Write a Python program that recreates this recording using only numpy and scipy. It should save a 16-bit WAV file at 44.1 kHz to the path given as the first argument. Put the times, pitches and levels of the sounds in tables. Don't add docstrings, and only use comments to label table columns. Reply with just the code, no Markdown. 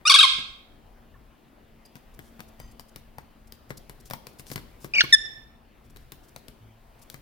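import sys
import numpy as np
from scipy import signal
from scipy.fft import rfft, irfft, next_fast_len
from scipy.io import wavfile
from scipy.ndimage import uniform_filter1d, map_coordinates

SR = 44100
rng = np.random.default_rng(int(sys.argv[2]) if len(sys.argv) > 2 else 0)


def transcribe(signal):
    frames = np.atleast_2d(signal).T
    limited = np.clip(frames, -1, 1)
    pcm = np.round(limited * 32767).astype(np.int16)
    wavfile.write(sys.argv[1], SR, pcm)


def attenuation_scalar(level_db):
    decades = np.asarray(level_db, float) / 20
    return 10 ** decades


N = 317961

# t/s, claw tick level/dB, knock level/dB, knock f/Hz
STEPS = [(1.9551, -39, -46, 240), (1.9667, -42, -57.5, 1018), (2.1913, -35.5, -41.5, 301.5),
         (2.3939, -46, -45, 297), (2.4044, -32, -39, 1400), (2.6004, -34.5, -43, 634),
         (2.796, -32, -45, 1060), (2.96, -30, -44.5, 403), (3.1837, -33.5, -39, 875),
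         (3.5228, -30, -52, 362), (3.705, -35.5, -33, 445), (3.896, -31, -43.5, 323),
         (4.0568, -40.5, -60.5, 382), (4.1005, -29, -47, 837), (4.1095, -26, -34.5, 556),
         (4.135, -24, -32.5, 922), (4.269, -28, -46, 474), (4.3959, -32.5, -43, 336),
         (4.4618, -47, -59, 300), (4.4675, -33.5, -57.5, 450), (4.5014, -35, -43.5, 230),
         (4.5157, -26, -35, 361), (4.5588, -23.5, -31, 301), (4.5781, -39.5, -36, 300.6),
         (4.8452, -29.5, -36.5, 303), (5.0378, -28.5, -30.5, 291.6), (5.0514, -34.5, -43.5, 1610)]
RETREAT = [
    (5.9614, -42.5, -49.5, 315),
    (5.9697, -39, -55.5, 473),
    (6.1205, -29, -45, 307.5),
    (6.362, -28.5, -44, 651),
    (6.4827, -33.5, -47, 432),
    (7.1, -25.5, -55, 308),
    (7.1429, -30, -41, 320),
]


def unit(x):
    return x / np.sqrt(np.mean(x ** 2) + 1e-20)


def peaked(x):
    return x / np.abs(x).max()


def along(points, hz):
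    f, v = np.transpose(points)
    return np.interp(np.log(hz + 1), np.log(f + 1), v)


def curves(rows):
    s, *cols = np.transpose(rows)
    return [np.interp(np.arange(N) / SR, s, c) for c in cols]


def wobble(rate_hz):
    knots = rng.standard_normal(int(N * rate_hz / SR) + 4)
    return map_coordinates(knots, [np.arange(N) * rate_hz / SR])


def filtered(x, response):
    n = x.shape[-1]
    m = next_fast_len(2 * n)
    return irfft(rfft(x, m) * response(np.fft.rfftfreq(m, 1 / SR)), m)[..., :n]


def sided(x, balance, lag_s=0, lead=((1, 0),)):
    half = np.array([[.5], [-.5]])

    def response(hz):
        phase = along(lead, hz) - 2 * np.pi * hz * lag_s
        return attenuation_scalar(half * along(balance, hz)) * np.exp(1j * half * phase)
    return filtered(x, response)


def modes(table):
    def response(f):
        return sum((-1) ** k * attenuation_scalar(db) * 1j * f * w / (c * c - f * f + 1j * f * w)
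                   for k, (c, w, db) in enumerate(table))
    return response


def rush(spectrum, patchy_db):
    # f/Hz, left-right likeness
    alike = [(60, 0.96), (130, 0.46), (290, 0.75), (640, 0.47), (1410, 0.069), (3100, 0.93), (6820, -0.21),
             (15000, -0.15)]
    # f/Hz, left minus right level/dB
    air_side = [(60, 2), (110, 3.5), (200, 3), (380, 6.5), (700, 7), (1290, -1), (2380, 4.5), (4400, -1),
                (8120, 0.5), (15000, 3.5)]
    z = signal.stft(rng.standard_normal((2, N)), nperseg=512)[2]
    field = uniform_filter1d(rng.standard_normal(z.shape[1:]), size=6, axis=0)
    field = uniform_filter1d(field, size=14, axis=1)
    pair = signal.istft(z * attenuation_scalar(patchy_db * unit(field)), nperseg=512)[1][:, :N]

    def response(hz):
        turn = np.arccos(np.clip(along(alike, hz), -1, 1)) / 2
        return attenuation_scalar(along(spectrum, hz)) * [np.cos(turn), np.sin(turn)]
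    mid, side = filtered(pair, response)
    return unit(sided(np.array([mid + side, mid - side]), air_side))


def air():
    # f/Hz, level/dB
    rumble_db = [(12, -27.5), (20, -1), (54, -5.5), (86, -10.5), (150, -13), (200, -41.5), (330, -120)]
    tone_db = [(60, -40), (110, -16.5), (230, -9.5), (450, -16), (700, -15.5), (1500, -23), (3000, -28),
               (4500, -35.5), (7000, -48.5), (12000, -70.5)]
    hiss_db = [(2500, -30), (4500, -7.5), (7600, -10), (15000, -6), (16200, -5.5), (16600, -32.5)]
    # t/s, level/dB
    bustle = [
        (0, -1),
        (1.7, -2.5),
        (2.35, 2.5),
        (3.3, -2),
        (4.4, 3),
        (5.2, 3.5),
        (5.6, -4),
        (6.3, 2),
        (6.75, -1.5),
        (7.21, 3),
    ]
    # t/s, level/dB
    machine = [
        (.3, -76),
        (.4, -64.5),
        (1.9, -62.5),
        (2.4, -53),
        (2.7, -61),
        (3.9, -63.5),
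        (5.4, -68),
        (7.21, -66),
    ]
    # t/s, level/dB
    passing = [
        (6.55, -92),
        (6.62, -47.5),
        (6.78, -56),
        (6.86, -89),
    ]
    bustle_db, = curves(bustle)
    t = np.arange(N) / SR
    hum = attenuation_scalar(curves(machine)[0] + 3.2 * wobble(6.8)) * np.sin(2 * np.pi * (227 * t + .3 * wobble(5.4)))
    drone = attenuation_scalar(curves(passing)[0]) * np.sin(2 * np.pi * 110.0 * t)
    rumble = attenuation_scalar(-55 + .8 * bustle_db + 1.9 * wobble(5.1)) * rush(rumble_db, patchy_db=1.5)
    tone = attenuation_scalar(-58 + .4 * bustle_db) * rush(tone_db, patchy_db=1.9)
    hiss = attenuation_scalar(-70 + bustle_db) * rush(hiss_db, patchy_db=0.9)
    return rumble + tone + hiss + hum + drone


def room(x, colour, balance):
    # f/Hz, t60/s
    t60 = [(200, 0.44), (1000, 0.61), (2500, 0.57), (4000, 0.52), (8000, 0.48), (15000, 0.24)]
    hz, t, z = signal.stft(rng.standard_normal((3, 2, SR * 3 // 4)), SR, nperseg=256)
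    start_db = along(colour, hz) + np.array([[.5], [-.5]]) * along(balance, hz)
    decay_db = start_db[..., None] - 60 * t / along(t60, hz)[:, None]
    tail = signal.istft(z * attenuation_scalar(decay_db), SR, nperseg=256)[1]
    tail = tail * (1 - np.exp(-np.arange(tail.shape[-1]) / (0.0017 * SR)))
    tail = tail / np.linalg.norm(tail[0]) * np.sqrt(2)
    turn = np.cos(np.pi * (np.arange(N) / (.09 * SR) + np.arange(3)[:, None] / 3)) ** 2
    return signal.fftconvolve((x * turn)[:, None], tail, axes=2).sum(0)[:, :N]


def echoes(x):
    surfaces = [(.0011, 0.0017, -14.5), (.0027, 0.0025, -16.5), (.0046, 0.0049, -15.5),
                (.0083, 0.0095, -16.5)]
    return sum(attenuation_scalar(db) * np.array([np.roll(x, round(left * SR)), np.roll(x, round(right * SR))])
               for left, right, db in surfaces)


def scuffs():
    # t/s, length/s, level/dB
    drags = [(0.381, .025, -61), (2.218, .09, -66), (4.051, .035, -56), (4.385, .026, -52),
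             (4.465, .058, -53), (4.514, .03, -47), (4.802, .066, -56), (4.949, .098, -52),
             (5.089, .03, -56), (5.841, .03, -69.5), (6.001, .04, -69), (6.23, .03, -64.5),
             (7.015, .025, -55)]
    # t/s, level/dB
    scrapes = [(1.852, -57.5), (2.138, -62), (2.48, -61.5), (2.712, -61.5), (2.798, -56), (2.884, -59),
               (3.47, -62.5), (3.692, -58), (3.77, -46.5), (4.0, -57), (4.325, -67), (5.897, -62),
               (6.282, -58.5), (6.99, -64)]
    # f/Hz, level/dB
    rustle = [(1500, -38.5), (2500, -13), (3800, -8.5), (5200, -2), (6500, -5), (10300, -5.5), (15000, -9),
              (16500, -25)]
    slide_s, slide_db, scrape_s = .04, -35.5, .015
    slides = [(s, slide_s, tick_db + slide_db) for s, tick_db, *_ in STEPS + RETREAT]
    stroke = np.zeros(N + SR)
    for s, length_s, db in drags + slides + [(s, scrape_s, db) for s, db in scrapes]:
        n = round(length_s * SR)
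        stroke[round(s * SR):][:n] += attenuation_scalar(db) * np.hanning(n) ** 0.2
    shared, own = rng.standard_normal(N), rng.standard_normal((2, N))
    grit = filtered(shared + 0.77 * own, lambda hz: attenuation_scalar(along(rustle, hz)))
    grit = unit(grit * attenuation_scalar(1.7 * wobble(500)))
    return stroke[:N] * grit * attenuation_scalar([[1.5], [-1.5]])


def ring_drag(s, length_s, level_db, partials):
    t = np.arange(N) / SR - s
    drag = (t > 0) * (t < length_s) * attenuation_scalar(level_db - 12 * np.clip(t, 0, length_s) / length_s)
    return drag * sum(attenuation_scalar(db + 4.8 * wobble(210)) * np.sin(2 * np.pi * (hz * t + 0.193 * wobble(150)))
                      for hz, db in partials)


def leg_ring():
    # f/Hz, level/dB
    partials = [(1916, -59), (3050, -60.5), (3628, -65), (4840, -57.5), (6158, -59), (7526, -63),
                (9243, -67), (10990, -75)]
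    long_drag = ring_drag(2.594, .125, level_db=-4, partials=partials)
    return long_drag + ring_drag(1.852, .02, level_db=6, partials=partials[3:4])


def feet():
    # t/s, claw tick level/dB, knock level/dB, knock f/Hz
    shuffle = [
        (.012, -75.5, -56, 300),
        (.338, -68, -56.5, 300),
        (.385, -68.5, -41.5, 230),
    ]
    # f/Hz, level/dB
    claw = [(880, -29), (1500, -9.5), (2500, -5), (4850, -1), (7180, -10.5), (9990, -5), (11700, -12),
            (14800, -0.5), (16500, -24.5)]
    # f/Hz, width/Hz, level/dB
    board = [(450, 360, -8.5), (910, 160, -13), (1400, 1500, -5), (2240, 400, -3.5)]
    cavity = [(134, 28, 1.5), (259.6, 48, -0.5)]
    over_knock_db, drop_db_per_octave = 3, 3.5
    pan_mean_db, pan_spread_db = 5, 2.5
    ticks, lows = np.zeros((2, N + SR)), np.zeros(N + SR)
    t = np.arange(SR // 8) / SR
    push = -np.exp(-((t - .0006) / 0.00013) ** 2)
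    for s, tick_db, knock_db, knock_hz in shuffle + STEPS + RETREAT:
        thud_db = knock_db + over_knock_db - drop_db_per_octave * np.log2(knock_hz / cavity[1][0])
        pan_db = pan_mean_db + pan_spread_db * rng.standard_normal()
        grit = rng.standard_normal((4, len(t)))
        burst = (grit[0] + .5 * grit[:2]) * (attenuation_scalar(-60 * t / 0.011) + .08 * attenuation_scalar(-60 * t / .06))
        tick = filtered(burst, lambda hz: attenuation_scalar(along(claw, hz)))
        skin = modes([(knock_hz, 0.44 * knock_hz, 0)] + board)
        knock = filtered(push + 0.4 * grit[2] * attenuation_scalar(-60 * t / .07), skin) + 0.39 * push
        thud = filtered(push + 0.16 * grit[3] * attenuation_scalar(-60 * t / .06), modes(cavity))
        low = attenuation_scalar(knock_db + 11.0) * peaked(knock) + attenuation_scalar(thud_db) * peaked(thud)
        at = round(s * SR)
        lows[at:][:len(t)] += low
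        ticks[:, at:][:, :len(t)] += attenuation_scalar([[pan_db / 2], [-pan_db / 2]]) * attenuation_scalar(tick_db) * peaked(tick)
    return ticks[:, :N] + sided(lows[:N], [(100, 8.8), (1500, 5.5)], lag_s=-.00022)


def smacks():
    # t/s, level/dB
    clicks = [
        (4.937, -33.5),
        (5.008, -21),
        (5.0112, -26),
        (5.028, -23.5),
        (5.125, -35.5),
    ]
    # f/Hz, width/Hz, level/dB
    beak_modes = [(1000, 700, -6), (3800, 900, 0), (9000, 7000, -13)]
    t, puffs = np.arange(SR // 50) / SR, np.zeros(N + SR)
    for s, db in clicks:
        puffs[round(s * SR):][:len(t)] += attenuation_scalar(db + 6.5 - 60 * t / 0.004) * rng.standard_normal(len(t))
    return filtered(puffs[:N], modes(beak_modes))


def warble(cycles, end, opening, swell_db, entry, shoulder, high, sag_db, high_db, fade_db_per_s):
    notes, above, lead_db = [], None, -swell_db
    ends = [c[0] for c in cycles[1:]] + [end]
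    for (s, dip_s, trough, crest, db), after in zip(cycles, ends):
        first = trough + entry * (above - trough) if above else opening * trough
        leap, top, above = (trough + share * (crest - trough) for share in high)
        crest_db = min(high_db, db + 2.5)
        faded_db = crest_db - fade_db_per_s * (after - s - dip_s)
        notes += [(s, first, trough, min(shoulder * trough, crest), db + lead_db / 2, db - lead_db / 2),
                  (s + dip_s, leap, top, above, crest_db, faded_db)]
        lead_db = sag_db
    return notes + [(end, above, above, above, -70, -70)]


def flat(s, length_s, hz, db):
    overshoot, droop = 1.11, .988
    settle = .14
    soft_db, release_db = 6.5, 9
    low = droop * hz
    return [(s, overshoot * hz, (overshoot + 1) / 2 * hz, hz, db - soft_db, db),
            (s + settle * length_s, hz / droop, hz, low, db, db),
            (s + (1 - settle) * length_s, low, low, hz, db - release_db / 2, db - 2 * release_db),
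            (s + length_s, low, low, low, -85, -85)]


def call(notes, throat, edge_s, jitter, shimmer_db, bright, breath_db, half_db):
    # t/s, f/Hz, lift/dB
    beak = [(.05, 4800, 3), (.085, 5700, 16.5), (.11, 4450, 9), (.15, 3740, 7.5), (.195, 3750, 9.5),
            (.22, 3250, 12.5), (.26, 3200, 6.5), (4.99, 5500, -2.5), (5.008, 3900, 12.5),
            (5.03, 3800, 14.5), (5.04, 3750, 1)]
    start, span = round(notes[0][0] * SR) - 400, SR // 3
    pitch, effort_db = np.full(span, float(notes[0][1])), np.full(span, -90.)
    for (s, first, middle, last, from_db, to_db), after in zip(notes, notes[1:]):
        at = slice(round(s * SR) - start, round(after[0] * SR) - start)
        u = np.linspace(0, 1, at.stop - at.start)
        pitch[at] = first * (1 - u) * (1 - 2 * u) + 4 * middle * u * (1 - u) + last * u * (2 * u - 1)
        pitch[at.stop:] = last
        effort_db[at] = from_db + (to_db - from_db) * u
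    pitch = uniform_filter1d(pitch, size=60) * (1 + jitter * wobble(400)[:span])
    edge = int(edge_s * SR)
    force = signal.fftconvolve(attenuation_scalar(effort_db), np.hanning(edge) * 2 / edge, "same")
    phase = 2 * np.pi * np.cumsum(pitch) / SR
    k = np.arange(1, 15)[:, None]
    mouth_hz, lift_db = (c[start:start + span] for c in curves(beak))
    colour_db = along(throat, k * pitch) + lift_db / (1 + ((k * pitch - mouth_hz) / 500) ** 2)
    slack_db = 20 * np.log10(np.abs(force) / force.max() + 1e-4)
    knots = np.broadcast_arrays(k - 1, np.arange(span) * 200 / SR)
    flutter = map_coordinates(rng.standard_normal((len(k), 200)), knots, order=1)
    overtone_db = np.log2(k) * (bright * slack_db + shimmer_db * np.tanh(flutter))
    strength = attenuation_scalar(colour_db + overtone_db) * (k * pitch < SR / 2.5)
    voice = np.sum(strength * -np.cos(k * phase + .55 * (k - 1) * (k - 2)), 0)
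    leak = filtered(rng.standard_normal(span), lambda hz: attenuation_scalar(along(throat, hz))) * (1 + np.cos(phase))
    voice = voice * (1 + attenuation_scalar(half_db) * np.cos(phase / 2)) + attenuation_scalar(breath_db) * unit(leak)
    out = np.zeros(N)
    out[start:start + span] = 1.36 * force * voice
    return out


def peep():
    # t/s, length/s, f/Hz, effort/dB
    tones = [
        (1.14, .012, 1750, -61),
        (1.152, .018, 1080, -60),
    ]
    # f/Hz, level/dB
    peep_throat = [(1000, 0), (1800, 0), (2200, -30), (16000, -60)]
    return call(flat(*tones[0])[:-1] + flat(*tones[1]), peep_throat, edge_s=.006, jitter=.015,
                shimmer_db=1.2, bright=.1, breath_db=-12, half_db=-45)


def squawk():
    # t/s, dip length/s, trough f/Hz, crest f/Hz, dip effort/dB
    cycles = [
        (.0535, .028, 1255, 1470, -20),
        (.096, .026, 1090, 1571, -16),
        (.140, .022, 1094, 1641, -16),
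        (.187, .021, 1236, 1621, -17),
        (.227, .025, 1108, 1067, -18),
    ]
    # shares of the climb; end/s, levels/dB, fade/(dB/s)
    shape = dict(end=.254, opening=.97, swell_db=7, entry=.65, shoulder=1.2, high=(.99, .93, .75),
             sag_db=2.5, high_db=-15.5, fade_db_per_s=600)
    # f/Hz, level/dB
    squawk_throat = [(500, -31.5), (1050, -6.5), (1550, -14), (1950, -10.5), (2250, -8.5), (3500, -6),
                     (5500, -16), (6800, -24.5), (9000, -18.5), (11000, -29.5), (13000, -40), (16000, -51)]
    return attenuation_scalar(7) * call(warble(cycles, **shape), squawk_throat, edge_s=0.0058, jitter=0.0055,
                         shimmer_db=2.2, bright=0.64, breath_db=-35.5, half_db=-24)


def trill():
    # t/s, dip length/s, trough f/Hz, crest f/Hz, dip effort/dB
    rolls = [
        (4.937, .010, 2414, 3082, -25.5),
        (4.958, .018, 2310, 2995, -24),
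        (4.983, .014, 2215, 3137, -17.5),
    ]
    fall = [
        (5.0075, .0125, 1430, 1890, -15.5),
        (5.041, .008, 1104, 1080, -32),
    ]
    roll_shape = dict(end=5.0075, opening=1.08, swell_db=-1.5, entry=.18, shoulder=1.05, high=(.15, .65, .99),
                  sag_db=0.5, high_db=-20, fade_db_per_s=-150)
    fall_shape = dict(end=5.056, opening=1.32, swell_db=-10, entry=.1, shoulder=1.07, high=(0.28, .9, 0.22),
                  sag_db=1, high_db=-36.5, fade_db_per_s=899.5)
    # f/Hz, level/dB
    trill_throat = [(900, -11.5), (1500, -2), (2300, 3), (2900, -4.5), (3500, -6), (4600, -9),
                    (6000, -12.5), (7200, -33), (8500, -45.5), (16000, -68.5)]
    notes = warble(rolls, **roll_shape)[:-1] + warble(fall, **fall_shape)
    sung = call(notes, trill_throat, edge_s=.0016, jitter=.01, shimmer_db=1.8, bright=.2,
                breath_db=-24, half_db=-32)
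    return attenuation_scalar(3) * sung + smacks()


def chirp():
    # t/s, length/s, f/Hz, effort/dB
    held_note = (5.125, .030, 1780.5, -13.5)
    # f/Hz, level/dB
    chirp_throat = [(1000, -5), (1780, -1.5), (3560, 0.2), (5340, 0.5), (7100, -17.5), (8900, -17),
                    (10700, -25), (12500, -37), (16000, -47)]
    return attenuation_scalar(5) * call(flat(*held_note), chirp_throat, edge_s=.0025, jitter=.0035, shimmer_db=1.4,
                         bright=.4, breath_db=-33, half_db=-42)


def scene():
    # f/Hz, level/dB
    far_side = [(700, -1), (1150, 3), (1800, 7), (2500, 6), (3500, 4), (5000, -3), (8500, -15), (13000, -8)]
    trill_side = [(700, -1), (1800, 3), (2400, 4), (3300, -2), (5000, -6), (7000, -10), (9500, -5),
                  (13000, -7)]
    chirp_side = [(1000, 1), (1780, 7), (3560, -2), (5340, -1), (7100, -8), (9000, -5), (12500, -1)]
    # f/Hz, left lead/rad
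    shadow = [(2600, 0), (3300, 2.9), (4000, 2.9), (4800, 0)]
    # f/Hz, level/dB
    beaming = [(1780, 3), (3560, -1), (5340, -6), (9000, -4)]
    # f/Hz, level/dB
    call_colour = [(200, -3), (1100, -7), (2400, -1.5), (3500, -0.5), (6200, 1.5), (9000, -3), (13000, 3),
                   (16000, -4)]
    step_colour = [(200, 0), (1200, -6), (3500, -1.5), (8000, -7.5), (16000, 4)]
    # f/Hz, level/dB
    call_room_side = [(1000, -1), (1800, -3), (3500, -3), (7000, -5), (9500, -8), (13000, 0.5)]
    step_room_side = [(200, 3), (8000, 1.5)]
    steps = feet() + scuffs() + leg_ring()
    peeped, squawked, trilled, chirped = peep(), squawk(), trill(), chirp()
    voice = sided(squawked, far_side) + sided(trilled, trill_side, lag_s=0.0001205)
    voice = voice + sided(chirped, chirp_side, lag_s=0.0001, lead=shadow) + peeped
    near = echoes(squawked + attenuation_scalar(-7) * trilled + attenuation_scalar(-14) * chirped)
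    beamed = filtered(chirped, lambda hz: attenuation_scalar(along(beaming, hz)))
    sent = attenuation_scalar(-5) * squawked + attenuation_scalar(-20.5) * trilled + attenuation_scalar(-16.5) * beamed
    wet = room(sent, call_colour, call_room_side)
    wet = wet + attenuation_scalar(-7.5) * room(steps.mean(0) + peeped, step_colour, step_room_side)
    return voice + near + steps + wet + air()


def low_pass(x):
    return signal.sosfilt(signal.butter(12, 16810, fs=SR, output="sos"), x)


def record(dry):
    level_db = 10 * np.log10(np.abs(uniform_filter1d(np.mean(dry ** 2, 0), size=700)) + 1e-12)
    creep_db = 30 * np.arange(N) / SR
    duck_db = np.maximum.accumulate(0.21 * np.maximum(level_db + 23.5, 0) + creep_db) - creep_db
    held = dry * attenuation_scalar(-uniform_filter1d(duck_db, size=300))
    rounded = held / (1 + np.abs(held / .93) ** 6) ** (1 / 6)
    return low_pass(rounded)


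dry = scene()
out = record(dry)
transcribe(out)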